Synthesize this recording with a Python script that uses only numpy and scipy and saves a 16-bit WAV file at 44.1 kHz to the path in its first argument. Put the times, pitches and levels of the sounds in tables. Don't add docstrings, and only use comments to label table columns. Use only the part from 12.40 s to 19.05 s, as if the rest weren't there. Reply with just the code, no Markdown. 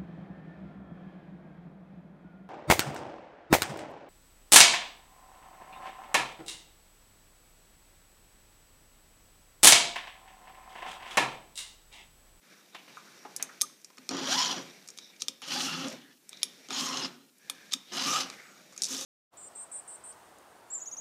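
import sys
import numpy as np
from scipy import signal
from scipy.fft import rfft, irfft
from scipy.io import wavfile
from scipy.ndimage import uniform_filter1d

SR = 44100
rng = np.random.default_rng(int(sys.argv[2]) if len(sys.argv) > 2 else 0)


def amplitude_ratio(level_db):
    exponent = np.asarray(level_db, float) / 20
    return 10 ** exponent


def master(y):
    cut = np.clip(np.atleast_2d(y).T, -1, 1)
    pcm = np.round(cut * 32767)
    wavfile.write(sys.argv[1], SR, pcm.astype(np.int16))


N = 293265
T = np.arange(N) / SR
CHAIN_FROM_S = 6.3

# (time [s], file teeth passing per second [Hz])
TOOTH_RATE = [
    [(1.702, 260.2), (1.8, 350), (1.869, 570.3), (1.931, 776), (1.98, 993), (2.05, 1036), (2.121, 905.5),
     (2.18, 570.5), (2.301, 301)],
    [(3.03, 402.4), (3.098, 694), (3.162, 866), (3.239, 755), (3.362, 855), (3.451, 704.5), (3.502, 579),
     (3.6, 382)],
    [(4.3, 707), (4.382, 1142), (4.498, 1031), (4.6, 1050), (4.629, 806), (4.699, 499)],
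    [(5.53, 350), (5.6, 900), (5.67, 1187), (5.73, 1207), (5.78, 1286), (5.839, 1070), (5.919, 545)],
]
# (frequency [Hz], width [Hz], level [dB])
BAR_MODES = [(135.7, 10.7, -8.5), (173, 10.4, -3.5), (204, 32, -13.5), (258.3, 16.5, 6.5),
             (283.4, 29, -5.5), (350, 28.5, -4), (550, 29, -8.5)]


def unit(x):
    return x / np.sqrt(np.mean(x ** 2))


def colour(x, table, lo_hz=0, hi_hz=1e5):
    hz = np.arange(N // 2 + 1) * SR / N + 1
    table_hz, table_db = np.transpose(table)
    db = np.interp(np.log(hz), np.log(table_hz), table_db)
    edges = 1 / np.sqrt((1 + (lo_hz / hz) ** 8) * (1 + (hz / hi_hz) ** 8))
    return unit(irfft(rfft(x) * amplitude_ratio(db) * edges, N))


def band(x, hz, octaves):
    edges = np.clip(hz * 2 ** (np.array([-.5, .5]) * max(octaves, .1)), 50, 19000)
    return unit(signal.sosfilt(signal.butter(2, edges, "band", fs=SR, output="sos"), x))


def walk(rate, size=N):
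    k = int(SR / rate)
    levels = rng.standard_normal(N // k + 1)[:size // k + 2]
    return 1.306 * uniform_filter1d(np.repeat(levels, k), k)[:size]


def ring(x, modes, widen, swell_db):
    out = 0
    for k, (hz, width, db) in enumerate(modes):
        pole = np.exp((2j * hz - widen * width) * np.pi / SR)
        level = amplitude_ratio(db + swell_db * walk(25, size=len(x)))
        mode = (1 - abs(pole)) * signal.lfilter([1], [1, -pole], x).imag
        out = out + (-1) ** k * level * mode
    return unit(out)


def grit(per_s, scatter_db, patchy_db, count):
    hit = rng.random((count, N)) < per_s / SR
    size = rng.exponential(size=(count, N))
    sign = np.sign(rng.standard_normal((count, N)))
    return unit(hit * sign * amplitude_ratio(scatter_db * size + patchy_db * walk(120)))


def hiss():
    # (frequency [Hz], level [dB per Hz])
    spectrum = [(35, -64), (60, -35), (207, -34), (250, -0.5), (308, 0), (636, -20), (2970, -17.5),
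                (7940, -12), (14600, -14.5), (16000, -15)]
    return amplitude_ratio(-67) * colour(rng.standard_normal(N), spectrum)


def room(x):
    t60_s, level_db = 0.47, -12
    t = np.arange(SR // 2) / SR
    noise = rng.standard_normal(len(t)) * (t > .004)
    dull = signal.lfilter([.13], [1, -.87], noise)
    bright = noise - dull
    tail = dull * amplitude_ratio(-60 * t / t60_s) + 1.17 * bright * amplitude_ratio(-60 * t / (0.16 * t60_s))
    return signal.fftconvolve(x, tail / np.sqrt(np.sum(tail ** 2)))[:N] * amplitude_ratio(level_db)


def handling():
    # (time [s], brushing level [dB])
    moves = [
        [(0.0, -67), (0.118, -57), (0.228, -62), (0.584, -56), (1.172, -56), (1.426, -66), (1.64, -60.5),
         (1.721, -58)],
        [(2.15, -46), (2.216, -50.5), (2.414, -57), (2.896, -62.5), (3.05, -67)],
        [(3.5, -41), (3.71, -81), (3.94, -57.5), (4.068, -57.5), (4.32, -56.5)],
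        [(4.65, -47), (4.75, -60.5), (4.828, -85), (5.066, -58.5), (5.248, -56), (5.456, -61.5), (5.53, -51)],
        [(5.83, -46), (6.084, -57.5), (6.364, -59), (6.436, -49.5), (6.5, -59)],
    ]
    # (frequency [Hz], level [dB per Hz])
    rustle = [(35, -65), (60, -19), (193, 8), (262, 2.5), (323, 3.5), (715, 2), (1060, 4), (1380, -2.5),
              (3270, -14), (5860, -10), (6900, -11), (14600, -6), (16000, -38)]
    # (frequency [Hz], width [Hz], level [dB])
    brushed = [(1520, 210, -10), (2325, 200, 5), (3750, 340, 5), (5660, 220, 4), (6400, 1500, -7.5)]
    light_db = -58
    leather_db, leather_follows, sheen_db, sheen_follows = -0.5, 1, -16, 0.63

    rub, drag = (colour(x, rustle) for x in grit(12000, 2.43, 0.94, count=2))
    leather = signal.sosfilt(signal.butter(2, 1500, fs=SR, output="sos"), rub) * amplitude_ratio(0.18 * walk(13))
    sheen = signal.sosfilt(signal.butter(2, [8000, 12500], "band", fs=SR, output="sos"), rub)
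    middle = unit(band(rub, 2990, 1.94) + 0.55 * ring(drag, brushed, widen=0.84, swell_db=3.0))
    out = np.zeros(N)
    for rows in moves:
        s, db = np.transpose(rows)
        at = (T > s[0]) & (T < s[-1])
        move_db = np.interp(T[at], s, db) - light_db
        edge = np.clip(np.minimum(T[at] - s[0], s[-1] - T[at]) / .03, 0, 1)
        mix = amplitude_ratio(move_db) * middle[at]
        mix += amplitude_ratio(leather_db + leather_follows * move_db) * leather[at]
        mix += amplitude_ratio(sheen_db + sheen_follows * move_db) * sheen[at]
        out[at] += edge * amplitude_ratio(light_db) * mix
    return out


def knocks():
    # (time [s], peak [dB], centre [Hz], width [octaves], decay [s])
    blows = [(0.347, -34.5, 1110, 3, 0.072), (0.355, -41.5, 2690, 0.58, 0.24), (0.479, -44, 407, 6, 0.23),
             (0.5705, -34.5, 1250, 0.47, 0.055), (0.85, -33.5, 550, 1.8, 0.064),
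             (0.997, -36, 1310, 2.1, 0.22), (1.089, -42.5, 1420, 0.55, 0.11),
             (1.499, -54, 1120, 0.51, 0.032), (1.58, -40, 1250, 2.9, 0.02), (1.709, -29, 298, 2.9, 0.13),
             (1.746, -30, 400, 4.6, 0.085), (5.344, -54, 3750, 1.5, 0.051), (5.52, -45.5, 338, 1.3, 0.13)]
    t = np.arange(8192) / SR
    out = np.zeros(N + len(t))
    for s, db, hz, octaves, t60 in blows:
        decay = amplitude_ratio(-60 * t / t60) + 0.08 * amplitude_ratio(-60 * t / (9.1 * t60))
        burst = band(rng.standard_normal(len(t)), hz, octaves) * decay
        start = int(s * SR)
        out[start:start + len(t)] += amplitude_ratio(db) * burst / abs(burst).max()
    return out[:N]


def slides():
    # (start [s], end [s], centre [Hz], width [Hz], level [dB])
    drags = [(0.03, 0.256, 1500, 580, -65.5), (0.612, 0.952, 1424, 680, -60.5),
             (2.571, 2.723, 3750, 350, -58.5), (3.513, 3.68, 3420, 600, -65.5),
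             (3.915, 4.02, 3820, 500, -56), (4.65, 4.84, 1480, 324, -74), (4.988, 5.37, 1675, 190, -61),
             (4.978, 5.33, 2360, 272, -70), (5.31, 5.338, 4300, 2778, -41),
             (2.796, 2.823, 5200, 3240, -48.5), (2.807, 2.8195, 3850, 350, -50),
             (2.808, 2.8195, 8300, 400, -58), (2.808, 2.8195, 10700, 500, -62),
             (1.64, 1.682, 5800, 1500, -64), (2.595, 2.72, 5400, 1000, -61),
             (4.017, 4.027, 4020, 2160, -44.5), (6.381, 6.417, 5940, 2700, -50),
             (4.995, 5.3, 5800, 900, -73), (5.875, 6.124, 1955, 648, -57), (5.979, 6.26, 1380, 300, -61),
             (6.047, 6.383, 661, 230.6, -66.5)]
    # (start [s], end [s], centre [Hz], width [Hz], level [dB])
    glows = [(1.705, 1.86, 380, 410, -48), (1.97, 2.04, 5400, 400, -35), (2.0, 2.13, 3100, 340, -39),
             (1.915, 1.95, 1500, 220, -39), (3.25, 3.49, 1300, 210, -45.5), (3.322, 3.348, 1700, 120, -45),
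             (3.155, 3.46, 2750, 160, -46.5), (3.47, 3.56, 600, 72, -51), (3.58, 3.74, 1800, 350, -63),
             (3.09, 3.31, 265, 47, -49.5), (3.24, 3.42, 170, 16, -46.5), (3.2, 3.29, 5500, 700, -42),
             (3.1, 3.2, 4700, 300, -40), (4.37, 4.66, 1100, 130, -45.5), (4.44, 4.56, 5450, 600, -43),
             (4.33, 4.48, 3150, 290, -45), (4.45, 4.48, 6700, 200, -45), (4.62, 4.665, 5100, 390, -40),
             (4.52, 4.66, 2860, 170, -45.5), (4.325, 4.365, 6700, 250, -43), (4.365, 4.41, 5000, 200, -44),
             (5.46, 5.54, 3700, 1800, -57), (1.214, 1.25, 1213, 60, -44), (5.63, 5.72, 265, 53, -45.5),
             (5.34, 5.385, 250, 60, -52), (5.69, 5.79, 1230, 95, -38.5), (5.54, 5.625, 2950, 240, -42),
             (5.66, 5.735, 5800, 500, -37), (5.53, 5.605, 6450, 120, -48), (5.73, 5.8, 2850, 300, -46),
             (6.02, 6.32, 6700, 290, -68.5), (6.02, 6.16, 7800, 430, -68)]
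    sag = 0.0218
    out = np.zeros(N)
    flicker = amplitude_ratio(1.2 * walk(27) + 2 * walk(180))
    for start, end, hz, width_hz, db in drags + glows:
        at = (T > start) & (T < end)
        part = (T[at] - start) / (end - start)
        noise = rng.standard_normal((2, N // 8))[:, :len(part)]
        wobble = signal.sosfilt(signal.butter(2, width_hz / 2, fs=SR, output="sos"), noise)
        turns = np.cumsum(hz * (1 + sag * (.5 - part))) / SR
        tone = ((wobble[0] + 1j * wobble[1]) * np.exp(2j * np.pi * turns)).real
        out[at] += amplitude_ratio(db) * np.sin(np.pi * part ** 0.89) ** .5 * unit(tone)
    return out * flicker


def contacts():
    # (time [s], peak [dB], strongest ring [Hz], brightness [dB], low modes [dB])
    firm = [
        (0.9623, -16.5, 5960, -6, -17),
        (1.0247, -11.5, 6580, -6, -1),
        (1.2114, -9.5, 4100, -10.5, -1),
        (1.216, -5, 6440, -11, -1.5),
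        (2.819, -14, 3890, -16, -1.5),
        (2.882, -12.5, 3700, -15, 3.5),
        (4.0298, -8, 3750, -9, -0.5),
        (5.097, -17, 3700, 0.5, 12),
        (5.3316, -16.5, 4970, -24, 2),
        (5.3354, -10, 3700, -18, 6.5),
    ]
    # (time [s], peak [dB], strongest ring [Hz], brightness [dB], low modes [dB])
    touches = [(1.205, -32, 3800, -18, 6), (1.4147, -46, 5860, -20, -4), (1.4448, -28.5, 5740, -27, -8),
               (2.475, -32.5, 5600, -7, -7), (2.486, -28.5, 5770, -28, -1), (2.5017, -32, 5800, -17, -9),
               (2.574, -32, 3870, -6, -1), (2.5855, -25, 3910, -25, -2), (2.762, -44, 3700, -21, 2),
               (2.8065, -32, 4960, -12, -3), (3.482, -26, 5640, -22, -8), (3.891, -32, 8200, -19, -7),
               (3.929, -31.5, 3550, -46, 12.5), (3.971, -37, 3640, -24, -1), (4.9815, -47, 5800, 16, -1),
               (5.3215, -21.5, 3650, -25, -7), (5.899, -26.5, 4930, -38, 8.5)]
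    # (time [s], peak [dB], strongest ring [Hz], brightness [dB], low modes [dB])
    seatings = [(1.297, -50, 3900, -30, 3), (1.5709, -42, 5630, -19, -12), (1.5819, -35.5, 4460, -30, -4.5),
                (1.6901, -13.5, 4400, -40, -6), (1.7105, -27, 4450, -28, -2),
                (1.7464, -33.5, 4550, -28, -2), (1.7684, -29, 5350, -32, -4), (3.0176, -30, 3930, -4, 1),
                (4.178, -44.5, 3670, -26, -6), (4.2855, -30, 3250, -10, -9),
                (4.3049, -19.5, 3700, -36, 3.5), (5.535, -27.5, 6300, -27, 1)]
    # (time [s], peak [dB], strongest ring [Hz], brightness [dB])
    links = [(6.3615, -41, 5500, -10), (6.3761, -29.5, 6440, -34), (6.419, -10.5, 5570, -16),
             (6.426, -24, 6250, -17), (6.434, -12, 6140, -29), (6.4415, -11.5, 5960, -43),
             (6.4512, -20, 5550, -18), (6.465, -26, 5540, -18), (6.3228, -50, 5900, -15),
             (6.331, -49, 5600, -15), (6.4584, -23, 5860, -25), (6.4705, -32, 5300, -25),
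             (6.503, -32, 5500, -10), (6.5164, -31, 5700, -25), (6.525, -32, 6300, -15),
             (6.5333, -26, 3880, -25), (6.54, -33, 6500, -20), (6.566, -26, 4800, -20),
             (6.576, -30, 5600, -25), (6.6101, -30, 5550, -15)]
    # (thud [dB], rattle [dB], thud fall [dB per dB], rattle fall [dB per dB])
    kinds = [
        (-25.5, -12.5, -0.66, -0.37),
        (-32, -16, 0.98, -0.036),
        (-14.5, -40, -0.26, -.1),
        (-40, -11, -1.43, -0.46),
    ]
    usual_tap_db = -27

    found = []
    for rows, (thud_db, rattle_db, thud_fall, rattle_fall) in zip((firm, touches, seatings, links), kinds):
        for s, db, hz, bright_db, *low_db in rows:
            harder_db = db - usual_tap_db
            found.append((s, db, hz, thud_db + thud_fall * harder_db, bright_db,
                          rattle_db + rattle_fall * harder_db, sum(low_db)))
    return sorted(found)


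def taps():
    # (frequency [Hz], level [dB], relative ring time [1])
    file_modes = [(1248, 15, 2.8), (2440, 7.5, 4.5), (3700, 1.5, 4.5), (5360, -4.5, 2), (5520, 4.5, 1.9),
                  (6406, 7, 4.5), (7150, 0, 2.6), (8350, 1.5, 3.1), (10660, 1, 1.86), (12700, -12.5, 1.3)]
    after_ring_db, after_ring_s, main_ring_s = -42, 0.04, 0.013
    t = np.arange(8192) / SR
    out = np.zeros(N + len(t))
    hz, mode_db, long = np.transpose(file_modes)[:, :, None]
    rows = contacts()
    chance = rng.standard_normal((len(rows), 3, len(file_modes), 1))

    def fade(t60):
        return np.exp(-np.log(1000) * t / t60)

    mode_fade = fade(.009 * np.minimum(long, 1.5)) + amplitude_ratio(after_ring_db) * fade(after_ring_s)
    for row, (tune, strength, lag) in zip(rows, chance):
        s, db, main_hz, thud_db, bright_db, rattle_db, low_db = row
        link = s > CHAIN_FROM_S
        tilt_db = np.interp(hz, [1520, 3150, 5800, 10100], [thud_db + 16.5, 0, 0, bright_db + 14.5])
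        tilt_db = tilt_db + low_db * (hz < 4500) - 12 * link
        phase = 2 * np.pi * hz * (1 + .006 * tune) * t + .4 * lag
        modes = amplitude_ratio(mode_db + tilt_db + 2.5 * strength) * np.sin(phase) * mode_fade
        onset = 1 - np.exp(-t / .0002)
        main = 3.2 * onset * np.sin(2 * np.pi * main_hz * t) * fade(.016 if link else main_ring_s)
        crack = .19 * band(t == 0, 1.1 * main_hz, 1.1)
        crack = crack + .05 * amplitude_ratio(bright_db + 6) * band(t == 0, 10500, .7)
        edges = [2800 if link else 1450, 15000 if db > -20 and s < CHAIN_FROM_S else 10000]
        body = signal.butter(2, edges, "band", fs=SR, output="sos")
        tap = signal.sosfilt(body, modes.sum(axis=0) + main + crack)

        noise = rng.standard_normal(len(t))
        loose_modes = np.c_[hz, .05 * hz, mode_db + tilt_db - 7 * (hz > 7500)]
        loose = ring(noise, loose_modes, widen=0.9, swell_db=1)
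        rattle = amplitude_ratio(rattle_db) * (loose + .9 * band(noise, 1.11 * main_hz, .7)) * fade(0.027)
        thud = .5 * amplitude_ratio(thud_db) * ring(noise, BAR_MODES, widen=2.1, swell_db=2.0) * fade(0.19)
        start = int((s + .0014) * SR)
        out[start:start + len(t)] += amplitude_ratio(db) * (tap / abs(tap).max() + rattle + thud)
    return signal.sosfilt(signal.butter(2, 200, "high", fs=SR, output="sos"), out[:N])


def teeth():
    # (centre [s], spread [s], share [dB])
    bites = [
        (1.83, 0.043, -1),
        (1.92, 0.044, -3),
        (2.0, 0.029, 0),
        (2.19, 0.011, 2),
        (3.165, 0.0054, 7.5),
        (3.503, 0.038, 4.5),
        (4.5, 0.072, -12),
        (5.53, 0.009, -3.5),
        (5.73, 0.054, 0.5),
    ]
    uneven_db = -7.5
    s, hz = np.concatenate(TOOTH_RATE).T
    turns = np.cumsum(np.interp(T, s, hz) * (1 + .045 * walk(260)) / SR)
    pulses = np.exp(-(turns % 1) / .5)
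    swing = unit(pulses - pulses.mean())
    share = amplitude_ratio(uneven_db)
    for at, spread, db in bites:
        share = share + amplitude_ratio(db) * np.exp(-.5 * ((T - at) / spread) ** 2)
    return swing * share * amplitude_ratio(2.5 * walk(90))


def overtones():
    s, hz = np.concatenate(TOOTH_RATE).T
    turns = np.cumsum(np.interp(T, s, hz) * (1 + .012 * walk(200)) / SR)
    return unit(sum(amplitude_ratio(3 * walk(30)) * np.cos(2 * np.pi * k * turns) for k in range(3, 7)))


def filing():
    # (time [s], cutter ring [dB])
    strokes = [
        [(1.689, -53), (1.725, -43), (1.899, -34), (1.932, -29), (1.966, -32.5), (1.98, -30), (2.128, -32),
         (2.21, -49), (2.4, -89)],
        [(3.016, -70), (3.022, -45.5), (3.046, -49.5), (3.122, -38), (3.226, -33), (3.274, -36.5),
         (3.47, -43.5), (3.55, -65), (3.78, -69.5)],
        [(4.283, -68), (4.313, -38), (4.438, -35.5), (4.466, -36), (4.5, -38.5), (4.658, -38.5), (4.694, -67),
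         (4.9, -72)],
        [(5.505, -67), (5.529, -42.5), (5.563, -37.5), (5.673, -31.5), (5.821, -36), (5.863, -54), (6.0, -92)],
        [(6.47, -51), (6.482, -51.5), (6.508, -43.5), (6.602, -45), (6.65, -48), (6.9, -44)],
    ]
    # (frequency [Hz], width [Hz], level [dB])
    cutter = [
        [(2400, 25, -23), (2975, 24, 2.5), (3220, 60, 1), (3380, 29, -1), (4200, 61, -1), (4420, 48, -1),
         (4800, 160, -3.5), (5030, 79, -1.5), (5430, 20, 0), (5740, 140, 2.5), (6930, 53, -2)],
        [(2160, 27, -12), (2950, 156, 2), (3400, 27, 4.5), (4150, 95, -1), (4520, 110, -3), (5500, 390, -3.5),
         (6800, 48, -4), (8950, 120, -16), (9860, 45, -27), (10700, 360, -22)],
        [(2930, 260, -1.5), (4170, 40, 2.5), (5100, 170, -11), (5250, 303, 0.5), (6300, 170, -11),
         (6650, 91, -3), (6960, 23, -6), (7300, 16, -8), (8600, 240, -23), (9005, 45, -15), (11000, 130, -23)],
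        [(2310, 45, -6), (2900, 190, 0), (4030, 170, -0.5), (4870, 170, 0.5), (5330, 95, 0.5), (5800, 98, -5),
         (6170, 170, -4), (6520, 30, -3), (7340, 35, -10), (8750, 95, -18), (10890, 81, -18)],
        [(3700, 190, 7), (4670, 63, -11), (5500, 350, 3.5), (6595, 280, -21)],
    ]
    # (bar [dB], tooth band [dB], sizzle [dB], bar gain along the stroke [dB per s])
    grips = [
        (-3, -7.5, -12, 0),
        (-4, -8.5, -7, 10),
        (-6.5, -7, -10.5, 33),
        (-3.5, -6.5, -7.5, -9),
        (-8, -11.5, 6.5, -3),
    ]
    sings_db = [-11.5, -19, -6.5, -8.5, -40]
    # (frequency [Hz], width [Hz], level [dB])
    middle_modes = [(795, 146, -0.5), (960, 730, -10.5), (1260, 76, 0.5), (1870, 30, -10), (1850, 50, -34)]
    # (frequency [Hz], level [dB per Hz])
    rasp = [(53, -61), (90, -18), (155, -7), (255, 4), (429, -12.5), (532, -11), (1190, 3.5), (2230, -5),
            (3080, 2.5), (3740, 3), (6100, 0.5), (8200, -20.5), (13700, -47), (15000, -59), (16000, -70)]
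    # (centre [s], spread [s], cutter [dB], sizzle [dB], bar [dB])
    grabs = [(1.752, 0.015, -2, -5, 5), (1.82, 0.024, -3, 1, 2.5), (1.932, 0.0075, 3.5, 0, -7),
             (1.966, 0.0047, -5, 4, 6), (1.986, 0.0076, 2, 2, -5), (2.02, 0.033, 2.5, -0.5, -12),
             (2.045, 0.0037, -4, 2, -3), (2.09, 0.041, -4, -2.5, -1), (2.116, 0.004, 7, 1, 8),
             (2.19, 0.04, -4, 0, 2), (3.04, 0.018, 4, -2, -15), (3.12, 0.0095, 0.5, -1, 7),
             (3.225, 0.025, -1.5, 0, -0.5), (3.315, 0.019, -2, -5, -5), (3.345, .01, 3.5, -7, 5),
             (3.41, 0.015, -1.5, -4, 2.5), (3.455, 0.016, -1, -6, 8.5), (3.505, .006, 7, 17, -2),
             (4.4, 0.016, 0.5, 7.5, 3), (4.428, 0.014, -3.5, 2.5, 8.5), (4.462, .012, -1, 7.5, -3),
             (4.509, 0.014, -4, 3, 7.5), (4.645, .015, -1, -7, 4), (4.71, 0.036, 4.5, -4, -22),
             (5.598, 0.0059, 0, -5, -6), (5.67, 0.017, -3.5, 2, 3), (5.71, .012, -2.5, 2.5, 1.5),
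             (5.74, .01, 0.5, 4, -9), (5.762, 0.01, -1, 3, -5), (5.825, 0.016, 2.5, 1, -3),
             (6.53, 0.024, 1, -2, 8.5)]
    usual_db = -40
    bar_follows, middle_follows, sizzle_follows = 0.57, 0.72, 1.27
    bar_late_s = .008

    catches, chips, swarf = grit(11000, 2.4, 1.0, count=3)
    tooth_knocks, edges = teeth(), overtones()
    grab_db = np.zeros((3, N))
    for centre, spread, *dbs in grabs:
        grab_db += np.exp(-.5 * ((T - centre) / spread) ** 2) * np.array(dbs)[:, None]
    cutter_grab_db, sizzle_grab_db, bar_grab_db = grab_db

    low = ring(catches + 0.27 * tooth_knocks, BAR_MODES, widen=0.9, swell_db=1.9)
    low = unit(low + 0.35 * colour(chips, rasp, 100, 620)) * amplitude_ratio(bar_grab_db)
    middle = 0.86 * ring(catches, middle_modes, widen=1.0, swell_db=4.0)
    middle = unit(middle + colour(chips, rasp, 400, 3170))
    middle = middle + band(tooth_knocks, 1150, 1.9) * .65
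    broad = colour(chips, rasp, 1600, 12000)
    sizzle = colour(swarf, rasp, 18000) * amplitude_ratio(1.34 * walk(18) + sizzle_grab_db)
    judder = amplitude_ratio(.7 * walk(55) + 2.0 * walk(260) + cutter_grab_db)

    out = np.zeros(N)
    for rows, modes, grip, sing_db in zip(strokes, cutter, grips, sings_db):
        low_db, middle_db, sizzle_db, drift_db = grip
        s, db = np.transpose(rows)
        at = (T > s[0]) & (T < s[-1])
        t = T[at]

        def gain(db_at_usual, follows, late=0):
            pressure_db = np.interp(t - late, s, db) - usual_db
            return amplitude_ratio(usual_db + db_at_usual + follows * pressure_db)

        edge = np.clip(np.minimum((t - s[0]) / .01, (s[-1] + .001 - t) / .2), 0, 1)
        high = ring(catches[at], modes, widen=1.5, swell_db=1.4)
        high = unit(high + .65 * broad[at] + amplitude_ratio(sing_db) * edges[at]) * judder[at]
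        bar_gain = gain(low_db + drift_db * (t - s[0] - .2), bar_follows, bar_late_s)
        out[at] += gain(0, 0.93) * high + gain(sizzle_db, sizzle_follows) * sizzle[at]
        out[at] += edge * (bar_gain * low[at] + gain(middle_db, middle_follows) * middle[at])
    return out


def scene():
    near = filing() + taps() + knocks()
    return (near + room(near) + handling() + slides() + hiss())[None]


def top_cut(x):
    return signal.sosfilt(signal.butter(12, 16500, fs=SR, output="sos"), x)


def record(dry):
    low_cut = signal.sosfilt(signal.butter(8, 120, "high", fs=SR, output="sos"), dry)
    noisy = low_cut + amplitude_ratio(-79) * rng.standard_normal(dry.shape)
    mix = signal.sosfilt(signal.ellip(6, .5, 36, 15250, fs=SR, output="sos"), noisy)
    return top_cut(mix)


dry = scene()
out = record(dry)
master(out)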